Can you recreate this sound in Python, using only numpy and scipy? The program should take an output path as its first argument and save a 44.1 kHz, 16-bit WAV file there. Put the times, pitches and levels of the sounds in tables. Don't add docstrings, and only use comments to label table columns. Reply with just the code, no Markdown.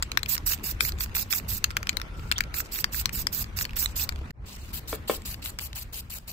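import sys
import numpy as np
from scipy import signal
from scipy.io import wavfile
from scipy.ndimage import uniform_filter1d

SR = 44100
rng = np.random.default_rng(int(sys.argv[2]) if len(sys.argv) > 2 else 0)


def gain_from_db(level_db):
    decades = np.asarray(level_db, float) / 20
    return 10 ** decades


def unload_wav(signal):
    wavfile.write(
        sys.argv[1],
        SR,
        np.round(np.clip(np.atleast_2d(signal).T, -1, 1) * 32767).astype(np.int16),
    )


N = 278712
CUT_S = 4.315

# frequency in Hz, density in dB per Hz.
NEAR_HISS = [(410, -44), (700, -22.5), (1690, -14), (2010, -18), (2760, -9), (2990, -17), (4160, -10),
             (5070, -7), (6430, -11), (7940, -5.5), (9060, -17.5), (14400, 2.5), (15800, -8.5),
             (16400, -51)]
# frequency in Hz, density in dB per Hz.
FAR_HISS = [(410, -38), (700, -10.5), (1570, -14.5), (2120, -11), (2690, -4), (3460, -7.5), (4380, -3),
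            (6100, -10), (7630, -4), (9060, -10.5), (13500, 3.5), (15800, -2.5), (16400, -61)]
# frequency in Hz, share of the left-right difference.
SHADOW = [(1000, 0.045), (3000, -0.098), (5000, 0.23), (9000, -0.032), (13000, 1.)]
# start in seconds, end in seconds, hiss level in dB.
QUICK_STROKES = [(0.289, 0.357, -32.5), (0.466, 0.548, -32.5), (0.639, 0.72, -36.5), (0.809, 0.895, -35.5),
                 (1.004, 1.044, -36), (1.15, 1.232, -34.5), (1.307, 1.391, -34.5), (1.487, 1.584, -37)]
SLOWER_STROKES = [(2.544, 2.613, -38), (2.72, 2.818, -39), (2.926, 3.019, -37.5), (3.13, 3.224, -38),
                  (3.327, 3.429, -37.5), (3.569, 3.632, -36.5), (3.764, 3.852, -34.5), (3.963, 4.045, -35)]
# start in seconds, end in seconds, hiss level in dB.
DISTANT_STROKES = [(4.734, 4.799, -43), (4.88, 4.964, -42.5), (5.08, 5.176, -40.5), (5.256, 5.35, -43),
                   (5.443, 5.51, -42.5), (5.607, 5.677, -43.5), (5.756, 5.838, -43.5),
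                   (5.931, 6.013, -43.5), (6.103, 6.192, -44.5), (6.278, 6.322, -46)]
# start in seconds, end in seconds, level in dB.
RUSTLES = [(0.984, 0.997, -56), (1.698, 1.72, -66), (2.17, 2.306, -67.5), (2.645, 2.672, -61.5),
           (3.875, 3.925, -59), (4.462, 4.575, -57), (4.585, 4.722, -63), (5.424, 5.44, -51)]

# time in seconds, peak in dB, strongest ring in Hz, left-right difference in dB.
BLOWS = [(0.0245, -12, 7580, 6), (0.03, -17, 5370, -1), (0.1167, -17, 4040, 0.5), (0.173, -8, 1610, 8.5),
         (0.231, -16.5, 4120, 8.5), (0.3784, -18, 5230, 2), (0.8066, -10, 2440, 14.5),
         (0.8497, -18.5, 4280, -3), (1.007, -16, 4430, 1.5), (1.3262, -17, 5330, -22.5),
         (1.3346, -15, 6000, 3.5), (1.6415, -5.5, 4730, 4.5), (1.645, -18, 3100, 7), (1.7675, -10, 1720, 3),
         (1.772, -22.5, 1700, 3), (1.87, -19.5, 2460, 4), (1.8924, -9, 4100, 5.5),
         (1.9692, -16.5, 4010, 12), (2.3143, -7.5, 4344, 10.5), (2.3216, -11, 2680, -2),
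         (2.381, -14.5, 5800, -1), (2.386, -21, 4700, -10), (2.406, -11, 2400, 10.5),
         (2.8421, -7, 4620, 4.5), (3.0565, -7.5, 4230, 6.5), (3.2686, -10.5, 4860, 8),
         (3.588, -14, 4940, -5.5), (3.6514, -18.5, 4370, 2), (3.858, -10, 7840, -6),
         (4.0908, -15.5, 4590, 8)]
# time in seconds, peak in dB, strongest ring in Hz.
TAPS = [(0.191, -30.5, 2480), (0.2594, -21.5, 2480), (0.3516, -22, 7550), (0.3657, -23, 2260),
        (0.5198, -17, 5480), (0.5346, -23.5, 2590), (0.8912, -22.5, 4240), (0.92, -24, 4170),
        (0.9855, -30.5, 2260), (1.1497, -20.5, 2360), (1.166, -21.5, 2370), (1.1945, -24, 7250),
        (1.307, -27, 3360), (1.705, -26.5, 1320), (1.829, -20.5, 1850), (1.8893, -31, 4000),
        (1.9986, -29, 1390), (2.0152, -20.5, 5080), (2.5414, -19.5, 2280), (2.568, -26, 2360),
        (2.6018, -22.5, 1510), (2.7578, -24, 4460), (2.788, -21, 7820), (2.9447, -26.5, 1330),
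        (3.0927, -23, 2420), (3.4416, -26.5, 4640), (3.6104, -20, 1700), (3.643, -27, 6000),
        (4.123, -30.5, 1700)]
# time in seconds, peak in dB.
TOUCHES = [(0.5764, -39), (0.5864, -38), (0.5954, -37), (1.0597, -29), (1.094, -42), (1.398, -28.5),
           (1.7109, -29.5), (1.929, -32), (2.1944, -35), (2.437, -29), (2.658, -35.5), (2.69, -41),
           (3.693, -31.5), (3.707, -33.5), (3.7327, -32.5), (4.159, -33.5), (4.189, -36), (4.3059, -31.5)]
# time in seconds, peak in dB, strongest ring in Hz.
FAR_TICKS = [
    (5.219, -34.5, 7450),
    (5.3432, -26, 4620),
    (5.458, -24, 2820),
    (5.5873, -18, 5030),
    (5.593, -25, 2970),
    (5.7298, -30.5, 3780),
]
# frequency in Hz, level in dB, 60 dB decay in seconds.
TIN_MODES = [(2500, 0, .005), (3400, -3, .005), (4400, -1, .004), (5300, -2, .004), (6500, -4, .004),
             (7700, -4, .003)]
# time in seconds, level in dB, pitch in Hz.
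SQUEAK = [
    (2.355, -51, 3200),
    (2.361, -33, 3260),
    (2.372, -34, 3570),
    (2.38, -34, 3200),
]
# time in seconds, peak in dB, left-right difference in dB.
KNOCKS = [
    (4.929, -20.5, 1),
    (5.0966, -14, 1.5),
]
# frequency in Hz, level in dB, 60 dB decay in seconds.
PANEL_MODES = [(263, -8, 0.027), (320, -6, 0.045), (453, 0, 0.029), (526, -2.5, 0.025), (623, -5, 0.017),
               (800, -5, 0.016), (1060, -2.5, 0.017), (1280, 0, 0.0089), (1700, -4.5, 0.0092),
               (2220, -4, 0.013), (2590, -7.5, 0.012), (3295, -4.5, .008)]

# frequency in Hz, density in dB per Hz.
RUMBLE = [(12, -34.5), (20, -20.5), (38, -4.5), (54, 2), (97, -7.5), (161, -17), (221, -17), (274, -35),
          (330, -43.5), (430, -54), (730, -120)]
# frequency in Hz, density in dB per Hz.
AIR = [(120, -23), (200, -9.5), (485, -16), (639, -20), (812, -20), (1070, -18), (1310, -19), (1490, -19.5),
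       (2500, -23), (4040, -31.5), (10700, -43.5), (15200, -44), (16400, -67)]
# time in seconds, level in dB.
TRAFFIC_BEFORE = [(0.0, -33.5), (0.3, -32.5), (2.4, -29.5), (2.7, -35), (3.0, -29.5), (4.31, -30.7)]
TRAFFIC_AFTER = [(4.33, -45.5), (4.402, -35), (4.944, -33.5), (6.286, -38), (6.32, -36.5)]
# frequency in Hz, left-right correlation.
LIKENESS = [(60, 0.94), (180, 0.96), (550, 0.52), (1650, -0.34), (4970, 0.28), (15000, -0.48)]
# time in seconds, level in dB.
DRONE = [
    (1.7, -57),
    (2.05, -55),
    (2.6, -51.5),
    (2.8, -74),
]

NEAR_LAG, FAR_LAG = 13.2, 4.97
NO_BASS = signal.butter(4, 1100, "high", fs=SR, output="sos")


def hiss():
    def level_db(hz, t):
        body = np.clip((10500 - hz) / 2000, 0, 1)
        shapes = []
        for spectrum in (NEAR_HISS, FAR_HISS):
            top_shape = unit(spectrum, hz, 11900, 16000)
            body_shape = unit(spectrum, hz, 2500, 6200)
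            shapes.append((1 - body) * top_shape + body * body_shape)
        power = np.full((2, len(hz), len(t)), 1e-14)
        for stroke in strokes():
            s, *columns = np.transpose(outline(*stroke))
            on = (t > s[0]) & (t < s[-1])
            top_db, body_db, pan_db = (np.interp(t[on], s, c) for c in columns)
            mid_db = top_db + body * body_db
            side_db = pan_db * read(SHADOW, hz) / 2
            power[:, :, on] += gain_from_db(2 * np.array([mid_db + side_db, mid_db - side_db]))
        return 10 * np.log10(power) + np.where(t < CUT_S, *shapes) + 6.68
    return field(256, level_db, lambda hz: 0.25 + 0 * hz, port_delay, patchy_db=3.0, flicker_db=1.82)


def strokes():
    bouts = [  # rows, swell over the stroke dB, body against the top dB, left-right dB
        (QUICK_STROKES, -1.7, -5.6, -12.5),
        (SLOWER_STROKES, 1.4, -5, -11.5),
        (DISTANT_STROKES, -3, -4, 5.2),
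        (RUSTLES, 0.3, 3, 2.1)]
    return [(start, end, db - swell / 2, db + swell / 2, body_db, pan_db)
            for rows, swell, body_db, pan_db in bouts for start, end, db in rows]


def outline(start, end, first_db, last_db, body_db, pan_db):
    # drop time s, drop dB, end time s, end dB
    wisp = (0.014, -31.5, 0.11, -49) if start < CUT_S else (-0.05, -12.5, 0.11, -40)
    drop_s, drop_db, gone_s, gone_db = wisp
    return [(start - 0.009, first_db - 45, body_db - 1, pan_db),
            (start - 0.004, first_db - 12.5, body_db + 6.0, pan_db),
            (start + 0.002, first_db, body_db, pan_db),
            (end - 0.004, last_db, body_db, pan_db),
            (end + drop_s, last_db + drop_db, body_db + 10.5, 0.4 * pan_db),
            (end + gone_s, last_db + gone_db, body_db - 1.5, 0.29 * pan_db)]


def port_delay(hz, t):
    near, far = (np.exp(-2j * np.pi * hz * lag / SR) for lag in (NEAR_LAG, FAR_LAG))
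    return np.where(t < CUT_S, near, far)


def hits():
    out = [(s, db, hz, -5.5, -19, pan_db, NEAR_LAG) for s, db, hz, pan_db in BLOWS]
    out += [(*row, -9, -21, 2, NEAR_LAG) for row in TAPS]
    out += [(*row, rng.uniform(1190, 2880), -21, -19, -4, NEAR_LAG) for row in TOUCHES]
    out += [(s, db, rng.uniform(4000, 7600), -8, -8, 2, NEAR_LAG)
            for s, end, db in QUICK_STROKES + SLOWER_STROKES]
    return out + [(*row, -34, -19, 3.5, FAR_LAG) for row in FAR_TICKS]


def tick(peak_db, hz, low_db, top_db, pan_db, lag):
    t = np.arange(800) / SR
    common, *own = rng.standard_normal((3, len(t)))
    fall = np.exp(-(t / 0.0019) ** 2) + 0.16 * np.exp(-t / 0.0045)
    force = (1 - np.exp(-t / 0.0004)) * fall
    blow = (common + 1.37 * np.array(own)) * force
    wall = struck(blow, TIN_MODES, 0.09, rng.standard_normal((len(TIN_MODES), 2)))
    pure = resonate(force * np.sin(2 * np.pi * hz * t), hz, 900)
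    spot = 0.6 * peaked(resonate(blow, hz, 1100)) + pure
    hollow = resonate(resonate(blow, 1520, 800), 1520, 800)
    spit = resonate(resonate(blow, 13300, 2700), 13300, 2700)
    sheen = resonate(blow, 7200, 2700)
    shell = 0.74 * peaked(wall) + 0.43 * peaked(spot) + 0.32 * peaked(blow) + 0.14 * peaked(sheen)
    out = peaked(shell) + gain_from_db(low_db + 0.5) * peaked(hollow) + gain_from_db(top_db + 0.5) * peaked(spit)
    out = signal.sosfilt(NO_BASS, out)
    out[1] = np.roll(out[1], round(lag))
    return gain_from_db(peak_db + 3.0 + np.array([[pan_db], [-pan_db]]) / 2) * out


def struck(blow, modes, spread, colour):
    t = np.arange(blow.shape[1]) / SR
    ring = np.zeros(len(t))
    for (hz, db, t60), (weight, detune) in zip(modes, colour):
        decay = gain_from_db(db + 2.5 * weight - 60 * t / t60)
        ring += decay * np.sin(2 * np.pi * hz * (1 + spread * detune) * t)
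    return signal.fftconvolve(blow, ring[None], axes=1)[:, :len(t)]


def grit():
    out = np.zeros((2, N))
    for start, end, first_db, last_db, body_db, pan_db in strokes():
        if start >= CUT_S:
            continue
        for where, size, pitch, side in rng.random((3, 4)):
            peak_db = last_db + body_db + 1.0 + 2.1 * size - 6.3 * (where > 0.7)
            crackle = tick(peak_db, 2200 + 4000 * pitch, -10, -20, 10 * side - 5, NEAR_LAG)
            add(out, start + where * 1.2 * (end - start), crackle)
    return out


def squeak():
    s, db, hz = np.transpose(SQUEAK)
    t = np.arange(s[0], s[-1], 1 / SR)
    hz = np.interp(t, s, hz)
    slips = rng.standard_normal((2, len(t)))
    whistle = evened(resonate(resonate(slips, hz, 600), hz, 600))
    return s[0], gain_from_db(np.interp(t, s, db) - 3.0) * whistle


def knock(peak_db, pan_db):
    t = np.arange(6000) / SR
    rattle = 0.48 * np.exp(-t / 0.0043) + 0.09 * np.exp(-t / 0.039)
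    shake = rng.standard_normal((3, len(t))) * rattle
    blow = np.exp(-((t - 0.0004) / 0.00008) ** 2) + shake[0] + 0.22 * shake[1:]
    out = struck(blow, PANEL_MODES, 0.037, 0.21 * rng.standard_normal((len(PANEL_MODES), 2)))
    out = signal.sosfilt(signal.butter(3, 260, "high", fs=SR, output="sos"), out)
    return gain_from_db(peak_db + 4.0 + np.array([[pan_db], [-pan_db]]) / 2) * peaked(out)


def carport(x):
    t = np.arange(6000) / SR
    signs = rng.choice([-1., 1.], (2, len(t)))
    present = (rng.random((2, len(t))) < 0.045) * (t > 0.004)
    taps = signs * present * gain_from_db(-60 * t / 0.11)
    return signal.oaconvolve(x, taps / np.linalg.norm(taps[0]), axes=1)[:, :N]


def background():
    s, rumble_db = np.transpose(TRAFFIC_BEFORE + TRAFFIC_AFTER)
    air_db = -52 + 1.27 * (rumble_db + 32) * (s > CUT_S)

    def same(hz):
        return read(LIKENESS, hz)

    def no_lag(hz, t):
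        return 1

    def rumble_level(hz, t):
        return unit(RUMBLE, hz, 25, 250) + 0 * t

    def air_level(hz, t):
        absent = (t > CUT_S) * np.clip(2.2 - (t - CUT_S) / 0.07, 0, 1)
        octaves = np.clip(np.log2(hz / 700 + 1e-9), 0, 2.5)
        return unit(AIR, hz, 300, 900) - 6 * absent * octaves

    rumble = field(2048, rumble_level, same, no_lag, patchy_db=2.0, flicker_db=1.2, count=48)
    air = field(512, air_level, same, no_lag, patchy_db=2.5, flicker_db=1.5)
    t = np.arange(N) / SR
    both = gain_from_db(np.interp(t, s, rumble_db) + 11.5) * rumble + gain_from_db(np.interp(t, s, air_db) + 2.5) * air
    drone = rng.standard_normal((2, N))
    for sharpness in (8.0, 12.0):
        drone = signal.lfilter(*signal.iirpeak(1350, sharpness, fs=SR), drone)
    both += gain_from_db(np.interp(t, *np.transpose(DRONE), -120, -120)) * evened(drone)
    return both * gain_from_db([[0.4], [-0.4]])


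def field(size, level_db, same, turn, patchy_db, flicker_db, count=None):
    hop = size // 4
    hz = np.fft.rfftfreq(size, 1 / SR)[:count, None]
    t = np.arange(N // hop + 5) * hop / SR
    a, b, c, d, patches = rng.standard_normal((len(t), len(hz), 5), dtype=np.float32).T
    patches = uniform_filter1d(patches, size=6, axis=0)
    patches = evened(uniform_filter1d(patches, size=10, axis=1))
    flicker = evened(uniform_filter1d(rng.standard_normal(len(t)), size=2))
    same = np.clip(same(hz), -1, 1)
    left = a + 1j * b
    right = same * left * turn(hz, t) + np.sqrt(1 - same ** 2) * (c + 1j * d)
    z = np.zeros((2, size // 2 + 1, len(t)), np.complex64)
    level = gain_from_db(level_db(hz, t) + patchy_db * patches + flicker_db * flicker)
    z[:, :len(hz)] = np.array([left, right]) * level
    return signal.istft(z, nperseg=size, noverlap=size - hop)[1][:, :N] / np.sqrt(size)


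def resonate(x, hz, width):
    turn = np.exp(2j * np.pi * np.cumsum(hz * np.ones(x.shape[-1])) / SR)
    r = np.exp(-np.pi * width / SR)
    return 2 * (turn * signal.lfilter([1 - r], [1, -r], x / turn + 1e-18)).real


def read(points, hz):
    f, value = np.transpose(points)
    return np.interp(np.log(hz + 1), np.log(f + 1), value)


def unit(points, hz, lo, hi):
    db = read(points, hz)
    return db - 10 * np.log10(np.mean(gain_from_db(2 * db) * (hz > lo) * (hz < hi)))


def evened(x):
    return x / np.sqrt(np.mean(x ** 2) + 1e-20)


def peaked(x):
    return x / abs(x).max()


def add(mix, s, sound):
    part = mix[:, round(s * SR):][:, :sound.shape[1]]
    part += sound[:, :part.shape[1]]


def scene():
    can = hiss()
    for s, db, hz, low_db, top_db, pan_db, lag in hits():
        hollow_db = low_db - 16 * np.log2(hz / 1600)
        add(can, s, tick(db, hz, hollow_db, top_db, pan_db, lag))
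    add(can, *squeak())
    knocks = np.zeros((2, N))
    for s, *row in KNOCKS:
        add(knocks, s, knock(*row))
    can += grit()
    return can + knocks + carport(gain_from_db(-21.5) * can + gain_from_db(-5.0) * knocks) + background()


def starve(x, under_db):
    hz, t, z = signal.stft(x, SR, nperseg=2048)
    power = (abs(z[:, :1024]) ** 2).sum(0)
    power = power.reshape(128, 8, -1).mean(1)
    weak = power < gain_from_db(-2 * under_db) * uniform_filter1d(power, size=9, axis=0)
    treble = uniform_filter1d((np.diff(x) ** 2).sum(0), size=128)
    padded = np.pad(treble, (1024, 3072))
    frames = np.lib.stride_tricks.sliding_window_view(padded, 2048)[::1024][:len(t)]
    steady = frames.max(1) < 6 * frames.mean(1)
    dropped = np.repeat(weak & steady, 8, axis=0) & (hz[:1024, None] > 2500)
    z[:, :1024] *= np.where(dropped, 0.03, 1.)
    return signal.istft(z, SR, nperseg=2048)[1][:, :N]


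def top_cut(x):
    return signal.sosfilt(signal.butter(12, 16650, fs=SR, output="sos"), x)


def record(dry):
    t = np.arange(N) / SR
    since = np.maximum(t - CUT_S - 0.008, 0)
    mute = np.exp(-(since / 0.02) ** 2) * (t > CUT_S)
    edited = np.tanh(dry) * (1 - mute)
    low_pass = signal.firwin(401, 15750, window=("kaiser", 7), fs=SR)
    limited = signal.oaconvolve(edited, low_pass[None], "same")
    finished = starve(limited, under_db=3.3)
    return top_cut(finished)


dry = scene()
out = record(dry)
unload_wav(out)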